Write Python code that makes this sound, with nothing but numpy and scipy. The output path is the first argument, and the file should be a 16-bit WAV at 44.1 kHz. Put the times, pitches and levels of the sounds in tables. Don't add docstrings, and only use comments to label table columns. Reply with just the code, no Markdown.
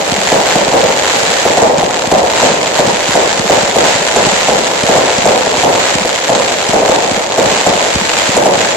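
import sys
import numpy as np
from scipy import signal
from scipy.fft import rfft, irfft
from scipy.io import wavfile
from scipy.ndimage import uniform_filter1d

SR = 44100
rng = np.random.default_rng(int(sys.argv[2]) if len(sys.argv) > 2 else 0)


def rack_gain(trim_db):
    fader = np.asarray(trim_db, float)
    return 10 ** (fader / 20)


def transcribe(signal):
    frames = np.atleast_2d(signal).T
    limited = np.clip(frames, -1, 1)
    pcm = np.round(limited * 32767).astype(np.int16)
    wavfile.write(sys.argv[1], SR, pcm)


N = 386316

# [s, dB, dB, dB].
BATTERY = [(0.3187, -2, -4, -9), (0.5547, -2.5, -5.5, -9), (0.7331, -1.5, -4, -20), (1.454, -1.5, -7, -34),
           (1.574, -1, -8, -36), (1.6204, 3, -9, -26), (1.8296, -4, -22, -31), (2.117, -1, -3, -9),
           (2.4278, 1, -7.5, -26), (2.7905, 0, -6, -14), (3.1542, 0, -7, -25), (3.4976, 1, -7, -13),
           (3.7598, -2.5, -3.5, -13), (4.1609, 0.5, -8.5, -13), (4.4847, 0, -9, -10),
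           (4.889, -1, -5.5, -12), (4.9763, -1, -9.5, -21), (5.256, 1, -6, -25), (5.6348, -3, -1.5, -21),
           (6.2936, -1.5, -5, -14), (6.7337, -1, -6.5, -20), (6.89, 0, -9, -18), (7.3813, 0, -8, -15),
           (7.6648, 1.5, -8, -18), (8.3681, 2.5, -9, -13), (8.4577, 1.5, -10, -12)]
# [s, dB,
# dB, dB].
FAR_TUBES = [(0.6777, -6, -25, -11), (0.836, -8.5, -2, -14), (1.898, -9, -25, -35), (2.0422, -11, -16, -32),
             (3.847, -10, -20, -33), (5.4683, -5.5, -22, -32), (5.542, -8, -17, -30),
             (5.7505, -7, -12, -36), (5.7918, -16, 1, -36), (6.0497, -7, -13, -27), (6.5124, -11, -15, -34),
             (6.8255, -7.5, -5, -19), (7.8554, -13, -2, -30)]
# [s, dB, dB].
SHELLS = [(0.1244, -7, 2), (0.8005, -18, -5), (1.2363, -16, 0), (1.7877, -9, -9), (2.0771, -11, 2),
          (2.4607, -11, 0), (2.513, -18, 0), (2.8769, -8, -7), (3.094, -9.5, 0), (3.399, -7.5, 2),
          (3.5764, -13, 0), (3.634, -12, 2), (3.957, -11.5, -7), (4.271, -5.5, 0), (4.549, -24, -15),
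          (4.8402, -7.5, -12), (5.188, -8.5, -11), (5.581, -11, 0), (5.9568, -6.5, 0), (6.3606, -27, 0),
          (6.6957, -7.5, -4.5), (7.118, -8.5, 0), (7.4655, -9.5, 2), (7.527, -20, 2), (7.697, -7.5, 0),
          (7.96, -5.5, 10.5), (8.295, -7.5, -4), (8.4825, -17, 0), (8.579, -12, -6)]
# [s, dB].
LONE_STARS = [(0.9373, -11), (0.966, -16), (1.797, -8), (1.8112, -4), (1.842, -7), (1.929, -9), (1.9436, 1),
              (1.969, -4), (1.9914, -12), (2.0216, -1), (2.057, -3), (2.0742, -10), (2.6306, -1),
              (2.6834, -25), (3.0584, -12), (4.0851, 1), (5.224, 0), (5.3772, 2), (5.517, -5), (5.985, 8),
              (6.1604, -4), (6.241, -10), (7.1534, -17), (7.17, -8), (7.2174, -11), (7.3218, 0),
              (7.5175, -6), (7.6124, 12), (7.9818, -15), (8.0126, -4)]
# [s, dB, s].
CLUSTERS = [(.27, -13.5, .06), (.5, -10.5, 0.059), (1.39, -16, 0.019), (1.8, -17, 0.018),
            (1.95, -22, 0.019), (2.33, -13, 0.043), (2.44, -10.5, 0.052), (2.78, -12.5, 0.028),
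            (3.13, -10.5, .06), (3.55, -10, 0.047), (3.77, -15, 0.025), (3.88, -9, 0.056),
            (4.07, -12, 0.021), (4.3, -13, 0.18), (4.55, -18, 0.064), (4.9, -14, 0.07), (5.3, -34, .04),
            (5.61, -14, 0.052), (5.82, -13, .08), (6.27, -33, .05), (6.5, -20, 0.11), (6.93, -17, .04),
            (7.57, -17, .05), (7.84, -14.5, 0.059), (8.12, -14, 0.076), (8.25, -13, 0.13),
            (8.45, -17.5, 0.1), (8.6, -13, 0.089)]
# [s, dB, dB].
SKY_TIDE = [(0, -18, -13.5), (.05, -13, -16.5), (.8, -15.5, -17), (1.1, -11.5, -16), (1.55, -14, -15.5),
            (1.75, -22, -12), (2.1, -17, -17.5), (2.6, -17.5, -15), (3.3, -15.5, -18), (4.0, -16, -16.5),
            (5.1, -14, -15.5), (5.55, -16, -15), (6.2, -15.5, -19.5), (7.15, -16.5, -14.5),
            (7.28, -22, -18), (7.4, -13, -15), (8.0, -18, -18.5), (8.76, -19.5, -15)]
# [Hz, dB/Hz].
ECHO_COLOUR = [(40, -23.5), (104, -21), (174, -15), (330, -10.5), (540, -1.5), (700, -4), (885, -6.5),
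               (1130, -16), (1600, -25.5), (3000, -36.5)]
# [Hz, dB].
POP_COLOUR = [(60, -24), (250, 7), (600, 13), (1150, 5.5), (1700, 11.5), (2500, 12), (4000, 11.5),
              (5500, 7), (7200, 11.5), (8300, 3.5)]
# [Hz, dB].
WALL_COLOUR = [(300, -7.5), (1500, 1), (3500, -4.5), (8000, -4)]
# [Hz, dB/Hz].
SIZZLE_COLOUR = [(9400, -12), (9650, -3), (9900, -2), (10500, 0.5), (12500, -8), (14000, -7), (15600, -13),
                 (15800, -60)]
# [Hz, dB].
BAND_LIMITS = [(0, -16), (70, 0), (8000, 0), (8500, -5), (8850, -15), (9050, -50), (16000, -66)]
# [Hz, dB].
PORT_MISMATCH = [(60, -0.5), (110, -1.5), (200, 1), (380, 0), (700, 0.5), (1290, 0.5), (2380, 0),
                 (4400, -1), (8120, -2.5), (15000, 5.5)]

PORT_LAG = 24
STAR_LAG = 6
GROUND_ECHO_MS, ECHO_SCATTER_MS = 7.37, 0.77
GATHER, GATHER_T60_S = .7, 0.25
THUD_LAG_S, HEAVE_LAG_S, LAUNCH_HEAVE_DB = .009, 0.0042, -2
CLUSTER_FALL = 0.77
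BUNCH_DB, LUMP_DB = 1.1, 1.2
SIZZLE_DB, SIZZLE_FOLLOW = -37, 0.42
FLASH_DB, FLASH_S = 2, .025
DUCK_DB, DUCK_S = -2, 0.082
EDGE_HZ, EDGE_WANDER_HZ = 13900, 500
GENEROUS_S = 2.13
CEILING = .96


def launches(roar_db):
    s, db, swarm_db, _ = np.transpose(BATTERY + FAR_TUBES)
    chance = rng.uniform(-1.2, 1, (len(s), 2)).T
    t = np.arange(1500) / SR
    crack = np.cos(2 * np.pi * 7200 * t) * rack_gain(-60 * t / 0.0079)
    tube_hz = 600 + 250 * np.exp(-t / 0.0025)
    tube = -np.sin(2 * np.pi * np.cumsum(tube_hz) / SR) * rack_gain(-60 * t / 0.023)
    low = -np.sin(2 * np.pi * 500 * t) * rack_gain(-60 * t / 0.02)
    side = .24 * chance[0]
    echo_s = s + (GROUND_ECHO_MS + ECHO_SCATTER_MS * chance[1]) / 1000
    direct_ring = ring(shocks(s + 0.00019, rack_gain(db + 5.0), side), tube)
    ground_ring = ring(shocks(echo_s + 0.00016, rack_gain(db + 4.5), side), low)
    crack_size = rack_gain(3.1 * np.r_[db, db - 1.5])
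    cracks = ring(shocks(np.r_[s, echo_s], crack_size, np.r_[side, side]), crack)
    return direct_ring + ground_ring + cracks + echoes(s + 0.0062, db + swarm_db + 2.5, 0.7, roar_db)


def echoes(s, db, t60, roar_db):
    hits = np.zeros(N)
    hits[(s * SR).astype(int)] = rack_gain(2 * db)

    def fade(t60_s):
        return signal.lfilter([1], [1, -rack_gain(-120 / t60_s / SR)], hits)

    lumps = rack_gain(2 * LUMP_DB * flicker(size=300) - 1.1)
    power = (fade(t60) - GATHER * fade(GATHER_T60_S)) * lumps + rack_gain(2 * roar_db)
    when, size, side, turn = swarm(count=20000, spread_db=0.5)
    returns = shocks(when, size * np.sign(turn - .5), 1.67 * side)
    return unit(colour(returns, ECHO_COLOUR)) * np.sqrt(power)


def bursts():
    launch_thuds = [(s + THUD_LAG_S, db, LAUNCH_HEAVE_DB) for s, _, _, db in BATTERY + FAR_TUBES]
    s, db, deep_db = np.transpose(SHELLS + launch_thuds)
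    side, lean = rng.uniform(-1.1, 1, (len(s), 2)).T
    t = np.arange(-600, 8000) / SR
    thud = np.cos(2 * np.pi * 215 * t) * np.exp(-(t / 0.0021) ** 2)
    heave = np.sin(2 * np.pi * 70 * t) * np.exp(-(t / 0.013) ** 2) * rack_gain(-17.0)
    wall = np.cos(2 * np.pi * 200 * (t - .0575)) * np.exp(-((t - .061) / 0.0088) ** 2) * rack_gain(-10.5)
    snap = rng.standard_normal(len(t)) * np.exp(-((t + 0.0045) / 0.0029) ** 2) * rack_gain(-1.0)
    hits = shocks(s + t[0], rack_gain(db + 2.5), .6 * side - .3)
    heaves = shocks(s + t[0] + HEAVE_LAG_S, rack_gain(db + deep_db), side, 7.6 * lean)
    roll_power = ring(hits ** 2, (t > 0) * rack_gain(-120 * t / 0.9))
    roll = np.sqrt(roll_power.clip(0)) * rack_gain(-22.5)
    wind = colour(rng.standard_normal((2, N)), [(20, 12), (50, -6), (110, -8), (200, -5), (400, -52)])
    gust = rack_gain(7.2 * unit(uniform_filter1d(rng.standard_normal((2, N)), size=4000)))
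    shells = ring(hits, snap + thud + wall) + ring(heaves, heave)
    return shells + unit(wind) * roll + unit(wind * gust) * rack_gain(-48.5)


def crackle(level_db):
    level_db = level_db + BUNCH_DB * flicker(size=1500)

    def level_at(when):
        return level_db[(when * SR).astype(int)]

    mid_s, mid, mid_side, _ = swarm(count=1300, spread_db=-0.43)
    far_s, far, far_side, _ = swarm(count=6000, spread_db=5.0)
    s = np.r_[mid_s, far_s]
    size = np.r_[mid * rack_gain(13.0), far * rack_gain(4.0)] * rack_gain(level_at(s))
    lone_s, lone_db = np.transpose(LONE_STARS)
    close_s = swarm(count=240, spread_db=1)[0]
    near_s = np.r_[lone_s, close_s]
    near_db = np.r_[lone_db + 7.0, 3.0 + .6 * (level_at(close_s) + 14)]
    s, size = np.r_[near_s, s], np.r_[rack_gain(near_db), size]
    near_side = STAR_LAG * rng.standard_normal(len(near_s)) / PORT_LAG
    side = np.r_[near_side, .45 * mid_side, far_side]
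    turn, tilt = rng.random((len(s), 2)).T
    direct = shocks(s, size, side, 8.0 * (tilt - .5))
    ground_s = s + .0002 + .0008 * turn
    ground = shocks(ground_s, size * rack_gain(-4.5), side + .6 * (tilt - .5), 10 * (turn - .5))
    t = np.arange(400) / SR
    pop = (t == 0) - rack_gain(-17.0) * np.sin(2 * np.pi * 900 * t) * rack_gain(-60 * t / 0.0062)
    linger_db = uniform_filter1d(level_db, size=6000, origin=2999)
    walls = colour(rng.standard_normal((2, N)), WALL_COLOUR) * rack_gain(linger_db - 7.0)
    return colour(ring(direct + ground, pop) + walls, POP_COLOUR)


def sizzle(loud):
    sizzle_db = sky()[2]
    swell = unit(uniform_filter1d(loud ** 2, 300) ** 0.2)
    hz, s, cells = signal.stft(rng.standard_normal((2, N)) * swell, SR, nperseg=2048)
    size = np.abs(cells)
    din = size.mean(axis=(0, 1))
    alive = size > din * rack_gain(4 + hz[:, None] / 8000)
    wander_hz = EDGE_WANDER_HZ * unit(uniform_filter1d(rng.standard_normal(len(s)), size=2))
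    is_open = (s < GENEROUS_S) | (din > np.quantile(din, .93))
    edge_hz = np.where(is_open, 15720, EDGE_HZ + wander_hz)
    kept = cells * alive * (hz[:, None] < edge_hz)
    flecks = signal.istft(kept, SR, nperseg=2048)[1][:, :N]
    return unit(colour(flecks * swell ** 0.48, SIZZLE_COLOUR)) * rack_gain(sizzle_db)


def sky():
    t = np.arange(0, N + 64, 64) / SR
    s, tide_db, roar_db = np.transpose(SKY_TIDE)
    peak_s, db, rise_s = np.transpose(CLUSTERS)[:, :, None]
    late = (t - peak_s) / rise_s
    lumps = rack_gain(2 * db) * np.exp(-(late / np.where(late > 0, CLUSTER_FALL, 1)) ** 2)
    crackle_db = 10 * np.log10(rack_gain(2 * np.interp(t, s, tide_db)) + lumps.sum(axis=0))
    since = t - np.array(BATTERY)[:, :1]
    after = np.maximum(since, 0) / DUCK_S
    flash_db = FLASH_DB * np.exp(-(since / FLASH_S) ** 2)
    duck_db = DUCK_DB * after * np.exp(1 - after)
    sizzle_db = SIZZLE_DB + SIZZLE_FOLLOW * (crackle_db + 18) + (flash_db + duck_db).sum(axis=0)
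    controls = (crackle_db, np.interp(t, s, roar_db), sizzle_db)
    return [np.interp(np.arange(N) / SR, t, control) for control in controls]


def swarm(count, spread_db):
    when, side, other, odds, turn = rng.random((count, 5)).T
    size = rack_gain(-spread_db * np.log(1 - .995 * odds))
    return when * N / SR, size / np.sqrt(np.mean(size ** 2)), side - other, turn


def shocks(s, size, side, pan_db=0):
    out = np.zeros((2, N))
    for port, sign in enumerate((1, -1)):
        at = np.round(s * SR + sign * side * PORT_LAG / 2).astype(int)
        np.add.at(out[port], np.clip(at, 0, N - 1), size * rack_gain(sign * pan_db / 2))
    return out


def ring(x, kernel):
    return signal.fftconvolve(x, kernel[None], axes=1)[:, :N]


def flicker(size):
    return unit(uniform_filter1d(uniform_filter1d(rng.standard_normal(N), size), size))


def colour(x, points):
    hz, db = np.transpose(points)
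    grid = np.linspace(1, SR / 2, 2049)
    log_gain = np.interp(np.log(grid), np.log(np.maximum(hz, 1)), db) * np.log(10) / 20
    cep = irfft(log_gain)
    cep[1:2048] *= 2
    cep[2049:] = 0
    kernel = irfft(np.exp(rfft(cep)))[:2048]
    return ring(x, kernel)


def unit(x):
    return x / np.sqrt(np.mean(x ** 2))


def scene():
    crackle_db, roar_db, _ = sky()
    return launches(roar_db) + bursts() + crackle(crackle_db)


def roll_off(x):
    return signal.sosfilt(signal.butter(12, 15720, fs=SR, output="sos"), x)


def record(dry):
    ports = []
    for k, sign in enumerate((1, -1)):
        tone = [(hz, sign * db / 2) for hz, db in PORT_MISMATCH]
        ports.append(colour(dry[[k]], tone)[0])
    loud = np.array(ports)
    hz, db = np.transpose(BAND_LIMITS)
    band_gain = rack_gain(np.interp(np.arange(N // 2 + 1) * SR / N, hz, db / 2))
    for knee in (3.5, 8):
        loud = loud / (1 + np.abs(loud / CEILING) ** knee) ** (1 / knee)
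        loud = irfft(rfft(loud) * band_gain, N)
    return roll_off(loud + sizzle(loud))


dry = scene()
out = record(dry)
transcribe(out)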